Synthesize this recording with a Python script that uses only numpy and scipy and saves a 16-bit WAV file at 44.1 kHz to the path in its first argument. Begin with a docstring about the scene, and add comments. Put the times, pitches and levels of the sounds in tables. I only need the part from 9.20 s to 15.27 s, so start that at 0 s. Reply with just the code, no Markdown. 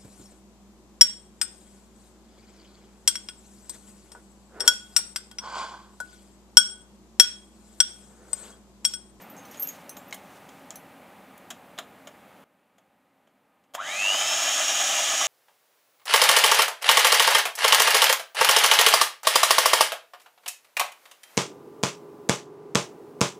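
"""Electric hand mixer in a kitchen

Steel beaters ring as decaying modes and knock into a plastic case as short noise-like bursts, over filtered
room noise that sinks slowly, then drops abruptly. A switch clicks on and a mains motor runs up: its speed
drives a slot whine, fan tones, a shaft hum, rushing air and brush hiss, while the beaters tap the case and
churn a liquid, heard as rising bubbles over a low swell."""
import sys
import numpy as np
from scipy import signal
from scipy.fft import rfft, irfft
from scipy.io import wavfile
from scipy.ndimage import uniform_filter1d

SR = 44100
rng = np.random.default_rng(int(sys.argv[2]) if len(sys.argv) > 2 else 0)


def transcribe(u):
    """Save the signal u as a 16-bit wav file named by the first command-line argument.

    u: samples, shape (n,) or (channels, n), limited to [-1, 1]; the rate is SR.
    q: integer samples, one column per channel.
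    """
    v = np.clip(np.atleast_2d(u).T, -1, 1)
    q = np.round(v * 32767).astype(np.int16)
    wavfile.write(sys.argv[1], SR, q)


N = 267687
T = np.arange(N) / SR
HZ = np.fft.rfftfreq(N, 1 / SR)

# Noise spectra, relative levels: freq_hz, density_db (per Hz)
ROOM_SPECTRUM = [(18, -55), (30, -29), (32, -44), (59, -19.5), (270, -3), (389, -7.5), (591, -4),
                 (656, -12), (808, -7.5), (1080, -10.5), (1260, -11.5), (2360, -15), (5310, -30.5),
                 (11000, -29), (15500, -29.5)]
RUB_SPECTRUM = [(800, -11.0), (2500, 2.0), (4500, -6.0), (6500, -3.0), (9000, -8), (15000, -11.5)]
# the liquid starting to turn
HEAVE_SPECTRUM = [(30, -22), (70, -14), (115, 1), (190, -3), (400, -30), (2000, -70)]
# air through the vents
AIR_SPECTRUM = [(60, -30), (150, -17.5), (300, -9), (470, -13), (580, 0), (1000, -5.5), (2200, -2),
                (3400, 0), (4300, -18.5), (6000, -45), (15000, -40)]
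# carbon brushes on the commutator
BRUSH_SPECTRUM = [(500, -43), (2000, -15.5), (3100, -6.5), (4300, -15.5), (5000, -11.5), (5900, -9.5),
                  (6300, -5), (6650, 0), (7100, -6.5), (7700, -11.5), (9300, -19), (10500, -20),
                  (12000, -25.5), (15500, -28)]

# Resonances, as humps added to a level or spectrum: centre_hz, width_hz, boost_db
# the room
ROOM_MODES = [(192, 54, 6), (271.6, 5.3, 9.5), (420, 200, -2.5), (635, 69, 3), (777, 185, 5.5),
              (1238, 37, 6)]
# the hollow plastic case
CASE_RESONANCES = [(662, 160, 24), (1190, 480, 13.5), (1720, 320, 4.5), (2840, 240, 4.5), (3250, 460, 11),
                   (4480, 280, -11.5), (5280, 220, 2), (6620, 580, 9), (7240, 390, 8.5)]
# the air vents
VENT_RESONANCES = [(654, 147, 10), (800, 105, 9), (1245, 290, 13), (1714, 210, 10.5), (1996, 65, 9.5),
                   (2405, 100, 9.5), (3060, 80, 12), (3220, 240, 4.5), (3800, 300, 14.5)]
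# the motor frame, swept by the armature whine
FRAME_RESONANCES = [(1260, 630, 14), (2170, 200, 4), (2570, 190, 4.5), (2830, 570, 22.5)]
# the fan housing, swept by the fan tones
HOUSING_RESONANCES = [(1150, 380, 13), (3120, 520, 4.5), (3820, 230, 11), (4300, 630, -8.5),
                      (5320, 780, 6.5)]

# Ringing modes: mode_hz, level_db (relative), t60_s
# the two steel beaters
FIRST_BEATER = [(5700, -14, 0.13), (6400, -6.5, 0.14), (6660, -10.5, 0.11), (6700, -4.5, 0.092),
                (7540, -19, 0.16), (10940, -9.5, 0.24), (12060, -1, 0.11), (11820, -10, .08),
                (12810, -2, 0.14), (13780, -20, .05)]
SECOND_BEATER = [(4200, -5, 0.066), (5740, 6, 0.028), (6200, 3, 0.1), (7540, -10.5, .06), (8770, -6, 0.097),
                 (10530, -4, 0.12), (10070, -13, 0.13), (11190, -1, 0.14), (11400, -7, 0.14),
                 (12300, -6, .06), (14320, -4, 0.23)]
# the hard clack as a beater is picked up
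CLACK_MODES = [(1655, -6, 0.12), (2130, 3, 0.044), (2207, 8.5, 0.038), (3005, -4, 0.052),
               (3850, -0.5, 0.052), (4280, -8, 0.11), (6620, -41, 0.11), (7870, -18, .08)]

# Hands sliding over the mixer: strongest_s, level_db, half_length_s
RUBS = [(0.02, -57, 0.026), (0.44, -52, 0.16), (1.15, -63, 0.36)]
# Beater clinks: start_s, ring_db, struck_hz, lead_db (boost of modes near struck_hz), beater (0 or 1),
# tick_db (contact tick relative to the ring)
CLINKS = [(.019, -43, 12100, 15, 0, -7), (.099, -42, 5717, 10, 0, -9), (.178, -42.5, 12200, -7, 0, -6),
          (.253, -43.5, 11440, -1, 1, -6), (.312, -40, 12200, 6, 0, -15), (.373, -38, 12100, 8, 0, -7),
          (0.397, -26, 12800, 23, 0, -10), (0.424, -20, 12800, 8, 0, -8), (.472, -26, 12800, 17, 0, -10),
          (.489, -29.5, 6800, 22, 0, -9), (0.694, -29.5, 14370, 0, 1, 0.5), (0.77, -40, 6450, -6, 0, -8),
          (.881, -48, 12100, 14, 0, -10), (1.557, -34, 14370, 3, 1, 3.5)]
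# The hard clack, a single row: start_s, peak_db
CLACK = (.9258, -24.5)
# Knocks on the plastic case: start_s, snap_peak_db, snap_centre_hz, snap_t60_s, thud_peak_db
KNOCKS = [(0.166, -45, 7000, .04, -53), (.194, -44, 7000, .015, -50), (.343, -42, 4000, 0.043, -36),
          (.768, -35.5, 4200, 0.028, -34.5), (.909, -42, 6000, .024, -52), (.9255, -38, 7060, .04, -28.5),
          (0.943, -33.5, 11500, .05, -33.5), (1.289, -50, 7000, .06, -40.5),
          (1.5061, -23.5, 6500, 0.0094, -35.5), (2.178, -40, 12000, .02, -58),
          (2.304, -27.5, 7500, 0.0099, -24.5), (2.578, -35.5, 3220, 0.044, -35),
          (2.587, -22.5, 3430, 0.013, -24.5), (2.871, -40, 4300, .025, -32.5), (3.581, -66, 4370, .04, -49),
          (4.073, -58, 2800, .02, -54), (4.438, -67, 5000, .02, -60)]
# Spinning beaters tapping the case: start_s, peak_db, centre_hz
TAPS = [(4.9, -26, 1017), (4.946, -22.5, 1260), (5.936, -27, 1050), (6.012, -21, 1130)]
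# The liquid heaving as the beaters set it moving, a single row: strongest_s, level_db, half_length_s
HEAVE = (5.0, -66.5, 0.38)
# The liquid slowing the motor as the beaters first catch it, a single row:
# deepest_s, sag_turns_per_s, half_length_s
DRAG = (4.83, 11, 0.1234)

# Room noise: level at the start, slow sink, and the moment it drops to its quiet level
ROOM_DB, ROOM_SINK_DB_PER_S, DROP_S, QUIET_DB = -47.5, 1.5, 3.24, -66.5
# Every knock is a short bright snap, then a broader, duller thud of the case
SNAP_OCTAVES = 0.35
THUD_DELAY_S, THUD_PITCH_SHARE, THUD_OCTAVES, THUD_T60_S = 0.0015, 0.46, 1.32, 0.052
# The switch slides home in quick clicks, each louder than the one before
SWITCH_S, SWITCH_GAP_S, SWITCH_FIRST_DB, SWITCH_STEP_DB = 4.5375, 0.0058, -39, 9
# Run-up: a quick surge, then a slow approach to top speed (shaft turns a second)
POWER_ON_S, TOP_SPEED, SURGE_SHARE, SURGE_S, APPROACH_S = 4.5341, 284.22, 0.532, 0.0944, 0.2762
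# The motor sound fades in once the rotor has broken loose
RUNNING_S, RUNNING_RISE_S = 4.56, 0.023
# Motor layers: level at top speed, before any resonances, and growth per octave of speed
AIR_DB, AIR_DB_PER_OCTAVE, AIR_LEAST_DB = -29.5, 9, -38
BRUSH_DB, BRUSH_DB_PER_OCTAVE = -25.5, 19.5
BLADE_DB, BLADE_DB_PER_OCTAVE = -42.5, 10
OVERTONE_DB, OVERTONE_DB_PER_OCTAVE = -41, 8.5
# The whine follows only the frame resonances
ARMATURE_DB = -46.5
# Upper band limit of the microphone
EDGE_HZ = 15650


def gain_of(db):
    """Turns decibels into a gain factor."""
    return 10 ** (np.asarray(db) / 20)


def evened(x):
    """Scales a signal to an rms of 1."""
    return x / np.sqrt(np.mean(x ** 2) + 1e-20)


def read(points):
    """Joins spectrum points in dB along a log-frequency axis."""
    hz, db = np.transpose(points)
    return np.interp(np.log(HZ + 1), np.log(hz), db)


def humps(modes, at=HZ):
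    """Sums the dB that a set of resonances adds at the given frequencies."""
    return sum(db / (1 + (2 * (at - hz) / width) ** 2) for hz, width, db in modes)


def coloured(x, db):
    """Filters by a dB spectrum and evens the result to an rms of 1."""
    return evened(irfft(rfft(x) * gain_of(db), N))


def drift(hz):
    """Makes slow random movement up to about the given rate, with an rms of 1."""
    return evened(irfft(rfft(rng.standard_normal(N)) * np.exp(-(HZ / hz) ** 2), N))


def swell(peak_s, half_length_s):
    """Draws a smooth bell-shaped rise and fall in time, with a peak of 1."""
    return np.exp(-((T - peak_s) / half_length_s) ** 2)


def high_pass(x, hz):
    """Takes away the bass below hz."""
    return signal.sosfilt(signal.butter(3, hz, "high", fs=SR, output="sos"), x)


def add(mix, start_s, sound):
    """Mixes a sound in at its start time."""
    part = mix[max(round(start_s * SR), 0):][:len(sound)]
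    part += sound[:len(part)]


def ring(hz, db, t60):
    """Sums decaying sine modes in random phase, with a peak of 1."""
    t = np.arange(SR // 4)[:, None] / SR
    decay = gain_of(db - 60 * t / t60)
    tones = np.sin(2 * np.pi * (hz * t + rng.random(len(hz))))
    sound = (decay * tones).sum(axis=1)
    return sound / abs(sound).max()


def burst(centre_hz, octaves, t60, contact=0.058):
    """Packs dense, damped modes into a burst coloured by the hollow case, with a peak of 1."""
    t = np.arange(8192) / SR
    hz = np.fft.rfftfreq(len(t), 1 / SR)
    distance = np.log2((hz + 1) / centre_hz) / octaves
    shape = gain_of(humps(CASE_RESONANCES, hz)) / (1 + distance ** 2) ** 0.75
    # the parts scrape together for a moment (contact, a share of t60) before the sound dies away
    decay = gain_of(-60 * np.maximum(t / t60 - contact, 0))
    sound = irfft(shape * np.exp(2j * np.pi * rng.random(len(hz)))) * decay
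    return sound / abs(sound).max()


def room_noise():
    """Humming noise through the room resonances, sinking slowly and then dropping abruptly."""
    level_db = ROOM_DB - ROOM_SINK_DB_PER_S * T
    dropped = np.clip((T - DROP_S) / 0.0022, 0, 1)
    level_db = level_db + dropped * (QUIET_DB - level_db)
    room = coloured(rng.standard_normal(N), read(ROOM_SPECTRUM) + humps(ROOM_MODES))
    return room * gain_of(level_db)


def hand_rubs():
    """Soft friction noise of hands on plastic, uneven as the pressure comes and goes."""
    rub = coloured(rng.standard_normal(N), read(RUB_SPECTRUM))
    pressure = sum(gain_of(db) * swell(s, length) for s, db, length in RUBS)
    return rub * pressure * gain_of(2 * drift(25.8))


def clinks(focus_hz=330, tick_t60=0.0397, grip_spread=0.14, detune=0.0017, uneven_db=7.0, chatter=0.24):
    """Each contact rings one beater, favouring the modes that move most where it is struck."""
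    out, t = np.zeros(N), np.arange(SR // 4) / SR
    for start_s, ring_db, struck_hz, lead_db, beater, tick_db in CLINKS:
        hz, db, t60 = np.transpose(SECOND_BEATER if beater > .5 else FIRST_BEATER)
        # the grip of the fingers shifts, damps and weights every mode a little differently each time
        shift, damping, luck = rng.standard_normal((3, len(hz)))
        favour_db = lead_db * np.exp(-((hz - struck_hz) / focus_hz) ** 2)
        weight_db = db + favour_db + uneven_db * luck
        steel = ring(hz * (1 + detune * shift), weight_db, t60 * np.exp(grip_spread * damping))
        # the wires chatter against each other, which roughens the ring
        steel *= 1 + chatter * evened(uniform_filter1d(rng.standard_normal(len(t)), size=90))
        # differenced noise makes a bright tick
        tick = np.diff(rng.standard_normal(len(t) + 1)) * gain_of(-60 * t / tick_t60)
        tick /= abs(tick).max()
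        add(out, start_s, gain_of(ring_db) * (steel + gain_of(tick_db) * tick))
    return out


def clack():
    """One hard contact rings a set of lower modes as a beater is picked up."""
    out = np.zeros(N)
    start_s, peak_db = CLACK
    add(out, start_s, gain_of(peak_db) * ring(*np.transpose(CLACK_MODES)))
    return out


def knocks():
    """The beaters are knocked and latched into the case: a snap, then a thud."""
    out = np.zeros(N)
    for start_s, snap_db, snap_hz, snap_t60, thud_db in KNOCKS:
        snap = burst(snap_hz, SNAP_OCTAVES, snap_t60)
        thud = burst(snap_hz * THUD_PITCH_SHARE, THUD_OCTAVES, THUD_T60_S)
        add(out, start_s, gain_of(snap_db) * snap)
        add(out, start_s + THUD_DELAY_S, gain_of(thud_db) * thud)
    return out


def switch(count=3, centre_hz=3000, octaves=1.6, t60=0.042):
    """The slide switch clicks over its detents, each exciting the case."""
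    out = np.zeros(N)
    for k in range(count):
        click = burst(centre_hz, octaves, t60)
        add(out, SWITCH_S + k * SWITCH_GAP_S, gain_of(SWITCH_FIRST_DB + k * SWITCH_STEP_DB) * click)
    return out


def rattle(octaves=0.3, t60=0.042):
    """The spinning beaters tap the case now and then, in narrow-band bursts."""
    out = np.zeros(N)
    for start_s, peak_db, centre_hz in TAPS:
        add(out, start_s, gain_of(peak_db) * burst(centre_hz, octaves, t60))
    return out


def heave():
    """A low, soft swell of noise from the liquid starting to turn."""
    peak_s, level_db, half_length_s = HEAVE
    liquid = coloured(rng.standard_normal(N), read(HEAVE_SPECTRUM))
    return gain_of(level_db) * swell(peak_s, half_length_s) * liquid


def churn(start_s=4.68, per_s=130, level_db=-45, cycles=7):
    """The wires slap the liquid and leave small bubbles: decaying sines that rise in pitch."""
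    out, t = np.zeros(N), np.arange(1500) / SR
    for hz in np.geomspace(600, 3200, num=20):
        bubble = np.sin(2 * np.pi * hz * t * (1 + 3 * t)) * np.exp(-t * hz / cycles)
        # the births are shared among the 20 bubble sizes
        births = (rng.random(N) < per_s / 20 / SR) * (T > start_s)
        strength = gain_of(4.9 * np.minimum(rng.exponential(1, N), 3))
        out += signal.oaconvolve(births * strength, bubble)[:N]
    # levelled before the bass is taken away
    return gain_of(level_db) * high_pass(out / out[T > start_s].std(), 600)


def kitchen(x, t60=0.17, wet_db=-12):
    """Short, dull reflections from the counter and walls, as sparse decaying noise taps."""
    t = np.arange(SR // 2) / SR
    sparse = (rng.random(len(t)) < .08) * (t > .004)
    taps = rng.standard_normal(len(t)) * sparse * gain_of(-60 * t / t60)
    # a one-pole low-pass dulls the tail
    tail = signal.lfilter([1], [1, -.35], taps)
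    return x + gain_of(wet_db) * signal.fftconvolve(x, tail / np.linalg.norm(tail))[:N]


def shaft_speed():
    """Turns a second, from rest up towards top speed, held back for a moment by the liquid."""
    t = np.maximum(T - POWER_ON_S, 1 / SR)
    surge = SURGE_SHARE * np.exp(-t / SURGE_S)
    approach = (1 - SURGE_SHARE) * np.exp(-t / APPROACH_S)
    deepest_s, sag, half_length_s = DRAG
    return np.maximum(TOP_SPEED * (1 - surge - approach) - sag * swell(deepest_s, half_length_s), 1)


def armature_whine(speed, turn, pull, ripple=1.14):
    """Twelve slots a turn whine under the pulsing magnetic pull, swelling at the frame resonances."""
    slots = np.sin(12 * turn)
    level_db = ARMATURE_DB + humps(FRAME_RESONANCES, 12 * speed)
    return gain_of(level_db) * evened(slots * (0.047 + pull ** ripple))


def fan_tones(speed, turn, octaves, waver_db=2.3, waver_hz=9):
    """The 10-blade tone and its overtone waver, and swell and dip with the housing resonances."""
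    layers = ((10, BLADE_DB, BLADE_DB_PER_OCTAVE), (20, OVERTONE_DB, OVERTONE_DB_PER_OCTAVE))
    fan = np.zeros(N)
    for order, db, slope in layers:
        level_db = db + slope * octaves + humps(HOUSING_RESONANCES, order * speed)
        level_db = level_db + waver_db * drift(waver_hz)
        fan += gain_of(level_db) * evened(np.sin(order * turn))
    return fan


def air_rush(speed, octaves, dull_hz=1400, brightening=0.71, low_hz=150):
    """Turbulent air through the vents, stirred by the beater wires, brighter and louder with speed."""
    stirred = rng.standard_normal(N) * gain_of(1.33 * drift(27))
    rush = coloured(stirred, read(AIR_SPECTRUM) + humps(VENT_RESONANCES))
    # slow air is dull: its upper part grows with the fan's speed
    dull = signal.sosfiltfilt(signal.butter(2, dull_hz, fs=SR, output="sos"), rush)
    rush = dull + (speed / TOP_SPEED) ** brightening * (rush - dull)
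    rush *= gain_of(np.maximum(AIR_DB + AIR_DB_PER_OCTAVE * octaves, AIR_LEAST_DB))
    return high_pass(rush, low_hz)


def brush_hiss(turn, pull, octaves):
    """Carbon brushes scratch a little harder once a turn and with each peak of the current."""
    pressure_db = 0.7 * np.sin(turn) + 0.57 * pull + 0.56 * drift(120)
    scratch = rng.standard_normal(N) * gain_of(pressure_db)
    return gain_of(BRUSH_DB + BRUSH_DB_PER_OCTAVE * octaves) * coloured(scratch, read(BRUSH_SPECTRUM))


def motor(shaft_db=-59, mains_peak_s=0.0031):
    """A series motor on 50 Hz mains with a fan and a slotted armature; its speed drives every layer."""
    speed = shaft_speed()
    octaves = np.log2(speed / TOP_SPEED)
    running = np.clip((T - RUNNING_S) / RUNNING_RISE_S, 0, 1)
    # shaft angle in radians, with a slight unsteadiness of speed
    turn = 2 * np.pi * np.cumsum(speed * (1 + .0006 * drift(40) + .0003 * drift(4))) / SR
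    # the current, and with it the magnetic pull on the slots, peaks twice in each mains cycle
    pull = np.cos(2 * np.pi * 50 * (T - mains_peak_s)) ** 2
    # the rotor is slightly out of balance and hums once a turn
    imbalance = gain_of(shaft_db) * (speed / TOP_SPEED) ** 2 * np.sin(turn)
    tones = armature_whine(speed, turn, pull) + fan_tones(speed, turn, octaves) + imbalance
    noises = air_rush(speed, octaves) + brush_hiss(turn, pull, octaves)
    return running * (tones + noises)


def scene():
    """Handling noises and churning in the room, the motor close by, the background under all."""
    background = room_noise() + hand_rubs()
    # the case is too small to give bass
    case = high_pass(knocks() + switch() + rattle(), 200)
    in_room = kitchen(clinks() + clack() + case + churn())
    mono = background + in_room + heave() + motor()
    return np.array([mono, mono])


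def record(dry):
    """One microphone on both channels, with a steep band limit."""
    band_limit = signal.firwin(511, EDGE_HZ, window=("kaiser", 9), fs=SR)
    return signal.oaconvolve(dry, band_limit[None], "same")


dry = scene()
out = record(dry)
transcribe(out)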